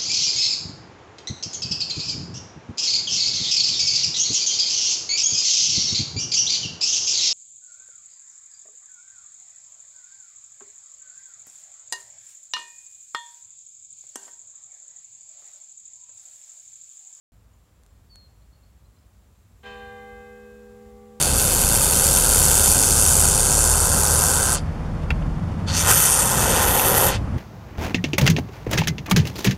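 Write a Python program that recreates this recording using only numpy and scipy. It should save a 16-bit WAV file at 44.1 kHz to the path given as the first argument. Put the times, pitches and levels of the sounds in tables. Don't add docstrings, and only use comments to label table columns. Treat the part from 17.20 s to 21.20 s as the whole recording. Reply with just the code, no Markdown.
import sys
import numpy as np
from scipy import signal
from scipy.fft import rfft, irfft
from scipy.io import wavfile

SR = 44100
rng = np.random.default_rng(int(sys.argv[2]) if len(sys.argv) > 2 else 0)


def digitize_waveform(pressure):
    field = np.atleast_2d(pressure).T
    bounded = np.clip(field, -1, 1)
    quanta = np.round(bounded * 32767).astype(np.int16)
    wavfile.write(sys.argv[1], SR, quanta)


N = 176400
T = np.arange(N) / SR
HZ = np.fft.rfftfreq(N, 1 / SR)


def amp(db):
    return 10 ** (np.asarray(db) / 20)


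def unit(x):
    return x / np.sqrt(np.mean(abs(x) ** 2) + 1e-30)


def over_hz(points, hz):
    f, value = np.transpose(points)
    return np.interp(np.log(hz + 1), np.log(f), value)


def level(points):
    return amp(np.interp(T, *np.transpose(points)))


def noise(spectrum):
    white = rfft(rng.standard_normal(N))
    return unit(irfft(white * amp(over_hz(spectrum, HZ)), N))


def drift(t, rate_hz, count=1024):
    f = np.fft.fftfreq(count, N / SR / count)
    phases = np.exp(2j * np.pi * rng.random(count))
    motion = np.fft.ifft(phases * (abs(f) > 1) / (1 + (f / rate_hz) ** 2))
    return np.interp(t, np.arange(count) * N / SR / count, unit(motion))


def glide(hz):
    return np.sqrt(2) * np.sin(2 * np.pi * np.cumsum(hz) / SR)


def add(mix, s, sound):
    part = mix[round(s * SR):][:len(sound)]
    part += sound[:len(part)]


def echo(x, t60):
    tail = rng.standard_normal(SR) * amp(-60 * T[:SR] / t60)
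    return signal.fftconvolve(x, tail / np.linalg.norm(tail))[:N]


def rumble():
    # f/Hz, relative density/dB
    colour = [(15, -40), (34, -24), (49, 1.5), (62, 0.5), (80, -5.5), (105, -6.5), (150, -16.5), (200, -16),
              (280, -25.5), (600, -47.5)]
    # t/s, level/dB
    fader = [(.15, -55), (.5, -56.5), (.9, -54), (1.6, -54.5), (2.3, -54), (2.7, -51), (3.2, -53.5),
             (4, -54.5)]
    return noise(colour) * level(fader)


def wash():
    # f/Hz, relative density/dB
    colour = [(60, -17), (250, -0.5), (550, -0.5), (800, -3.5), (1150, -4.5), (1600, -9), (2500, -13),
              (4000, -17), (8000, -41)]
    # t/s, level/dB
    fader = [(.15, -68.5), (1.2, -67.5), (2.3, -68), (2.7, -63.5), (4, -64)]
    return noise(colour) * level(fader)


def hiss():
    # f/Hz, relative density/dB
    colour = [(500, -7), (3000, -6), (5500, -3.5), (6500, -3), (7300, 2.5), (8300, -4), (9200, -6.5),
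              (10000, -4.5), (11500, -8), (13500, -5.5), (15800, -8.5)]
    # t/s, level/dB
    fader = [(.15, -73), (.8, -71.5), (2.35, -71), (2.55, -66.5), (4, -68)]
    return noise(colour) * level(fader)


def whine(hz=7500, db=-82.5):
    return amp(db) * (drift(T, rate_hz=14) * np.exp(2j * np.pi * hz * T)).real


def background():
    return whine() + rumble() + wash() + hiss()


def ticks(size=400, top_hz=11100):
    # t/s, level/dB
    tick_times = [(.6356, -45), (.6639, -44.5), (.958, -35.5)]
    # f/Hz, relative level/dB, t60/s
    tick_modes = [(1730, -12, 0.0039), (4300, -7.5, 0.0019), (7060, -2.5, 0.0019), (9200, 1, 0.0011)]
    t, out = T[:size], np.zeros(N)
    click = sum(amp(db - 60 * t / t60) * np.sin(2 * np.pi * hz * t) for hz, db, t60 in tick_modes)
    for s, db in tick_times:
        add(out, s, amp(db) * click)
    return signal.sosfilt(signal.butter(2, top_hz, fs=SR, output="sos"), out)


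def whistle():
    # t/s, f/Hz, level/dB
    contour = [(.89, 4660, -78), (.905, 4500, -61), (.93, 4444, -54.5), (.95, 4340, -56.5),
               (.975, 4350, -54.5), (1.0, 4270, -57), (1.035, 4250, -60.5), (1.07, 4165, -63.5),
               (1.11, 4250, -96)]
    echo_db, echo_t60 = -13.5, 0.64
    s, hz, db = np.transpose(contour)
    sounding = (T > s[0]) * (T < s[-1])
    song = amp(np.interp(T, s, db)) * sounding * glide(np.interp(T, s, hz))
    return song + amp(echo_db) * echo(song, echo_t60)


def chips():
    # t/s, length/s, start f/Hz, end f/Hz, level before the common trim/dB
    notes = [(.332, .014, 6700, 7300, -68), (.64, 0.15, 4130, 4330, -84), (1.213, .02, 4000, 4500, -72),
             (1.319, 0.025, 4080, 4600, -70.5), (1.345, .018, 4150, 4500, -72),
             (1.371, 0.057, 2730, 2720, -78), (1.426, 0.02, 4030, 4600, -68.5),
             (1.454, .016, 4200, 4500, -76), (1.643, 0.034, 4020, 4240, -73), (1.76, .02, 3950, 4300, -73),
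             (1.783, 0.014, 4700, 5500, -71), (2.18, .012, 5960, 6760, -74)]
    trim_db, echo_db, echo_t60 = 0.5, -2.5, 0.32
    out = np.zeros(N)
    for start, length, from_hz, to_hz, db in notes:
        u = np.linspace(0, 1, round(length * SR))
        swell = amp(db) * np.sin(np.pi * u)
        add(out, start, swell * glide(from_hz + (to_hz - from_hz) * u))
    return amp(trim_db) * (out + amp(echo_db) * echo(out, echo_t60))


def clang(t, db=-48):
    # f/Hz, relative density/dB, t60/s
    bands = np.array([(100, -27, 1.2), (250, -2, 0.92), (600, -1, 0.63), (1090, 4, 0.44), (1800, -3, 0.62),
                      (2700, -6, 0.65), (4030, -1, 0.34), (4860, -20, .9), (7200, -12.5, 0.86),
                      (10000, -37, 1.1), (15000, -40, 2)])
    colour, decay = bands[:, :2], bands[:, ::2]
    hz, s, grid = signal.stft(noise(colour), SR, nperseg=512)
    grid = grid * amp(-60 * s / over_hz(decay, hz)[:, None])
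    return amp(db) * signal.istft(grid, SR, nperseg=512)[1][:len(t)]


def shimmer(t, count=70):
    low_hz, top_hz, db, mean_t60 = 1410, 4245, -59.5, 1.35
    modes = np.zeros(len(t))
    for slot, (offset, life, turn) in enumerate(rng.random((count, 3))):
        hz = low_hz + (top_hz - low_hz) * (slot + offset) / count
        fade = amp(-60 * t / (mean_t60 * (.5 + life)))
        modes += fade * np.sin(2 * np.pi * (hz * t + turn))
    return amp(db) * modes / np.sqrt(count / 2)


def partials(t):
    # f/Hz, level before trim/dB, t60/s, beat rate/Hz, share of the twin, blow to a dip of the beat/s
    pairs = [ (215.1, -47.5, 30, .3, .3, .25), (409.1, -49.5, 35, .72, .18, .4),
             (486.8, -42.7, 18.5, .64, .1, 1.37), (789.0, -45.2, 5.7, .9, .68, .93),
             (1163.5, -55, 7.6, .66, .65, 1.0), (1592.1, -48.5, 8.8, .33, .95, 1.38),
             (2062.6, -48.2, 2.85, 1.22, .66, .97), (2562.6, -55.3, 3.2, .93, .84, .32), ]
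    # f/Hz, level before trim/dB, t60/s
    overtones = [ (647.8, -58, 3.6), (1001.6, -49.5, 1.6), (1095.3, -58, 1.2), (1110.5, -63.5, 6.8),
                 (1395.7, -67, 4.2), (1505.6, -61, 2.6), (1800.7, -57, 2.8), (1869.2, -67, 3.6),
                 (1898.5, -56.5, 1.3), (2017.7, -62, 2.2), (2263.7, -62, 1.0), (2407.1, -59, 2.1),
                 (2437.1, -53, 1.6), (2532, -67, 2.0), (2700.3, -58, .8), (2779.1, -61, 1.9),
                 (2859.3, -64, 1.1), (2928.7, -66, 2.3), (3073.1, -64, 1.7), (3086.3, -50, 1.8),
                 (3104.7, -62, 1.3), (3135.7, -62, 2.1), (3545.6, -69, 2.4), (3562.7, -59, 1.2),
                 (3616.7, -61, 3.0), (3653.7, -65, 1.7), (3769.2, -67, 2.0), (4157.8, -58, 1.35),
                 (4236.6, -67, .7), (4492.9, -70, 1.7), (4695.1, -72, 1.7), (5119.4, -67, .8),
                 (5230.8, -73, 1.0), (6203.7, -74, .8), (7101.1, -74, 1.4), ]
    trim_db = -0.12
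    waver, waver_hz, waver_slope = 0.11, 11.4, 0.69
    scatter, scatter_s = 0.26, 0.094
    depth = waver + scatter * np.exp(-t / scatter_s)
    ring = np.zeros(len(t))
    for hz, db, t60, beat, twin, dip in [*pairs, *[(*row, 0, 0, 0) for row in overtones]]:
        carrier = np.exp(2j * np.pi * (hz * t + rng.random()))
        beating = 1 - twin * np.exp(2j * np.pi * beat * (t - dip))
        wavering = 1 + depth * (hz / 1000) ** waver_slope * drift(t, waver_hz)
        ring += amp(trim_db + db - 60 * t / t60) * (carrier * beating * wavering).real
    return ring


def bell(strike_s=2.431):
    attack_s, direct, echo_s, echo_rise_s = .0035, .45, .018, .009
    t, out = T[:N - round(strike_s * SR)], np.zeros(N)
    ring = clang(t) + shimmer(t) + partials(t)
    first = direct * (1 - np.exp(-t / attack_s))
    walls = (1 - direct) * (1 - np.exp(-np.maximum(t - echo_s, 0) / echo_rise_s))
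    add(out, strike_s, ring * (first + walls))
    return out


def scene():
    return (background() + ticks() + whistle() + chips() + bell())[None]


def record(dry):
    start_s, edge_hz = .12, 15950
    lowpass = signal.firwin(511, edge_hz, window=("kaiser", 9), fs=SR)
    return signal.oaconvolve(dry * (T > start_s), lowpass[None], "same")


dry = scene()
out = record(dry)
digitize_waveform(out)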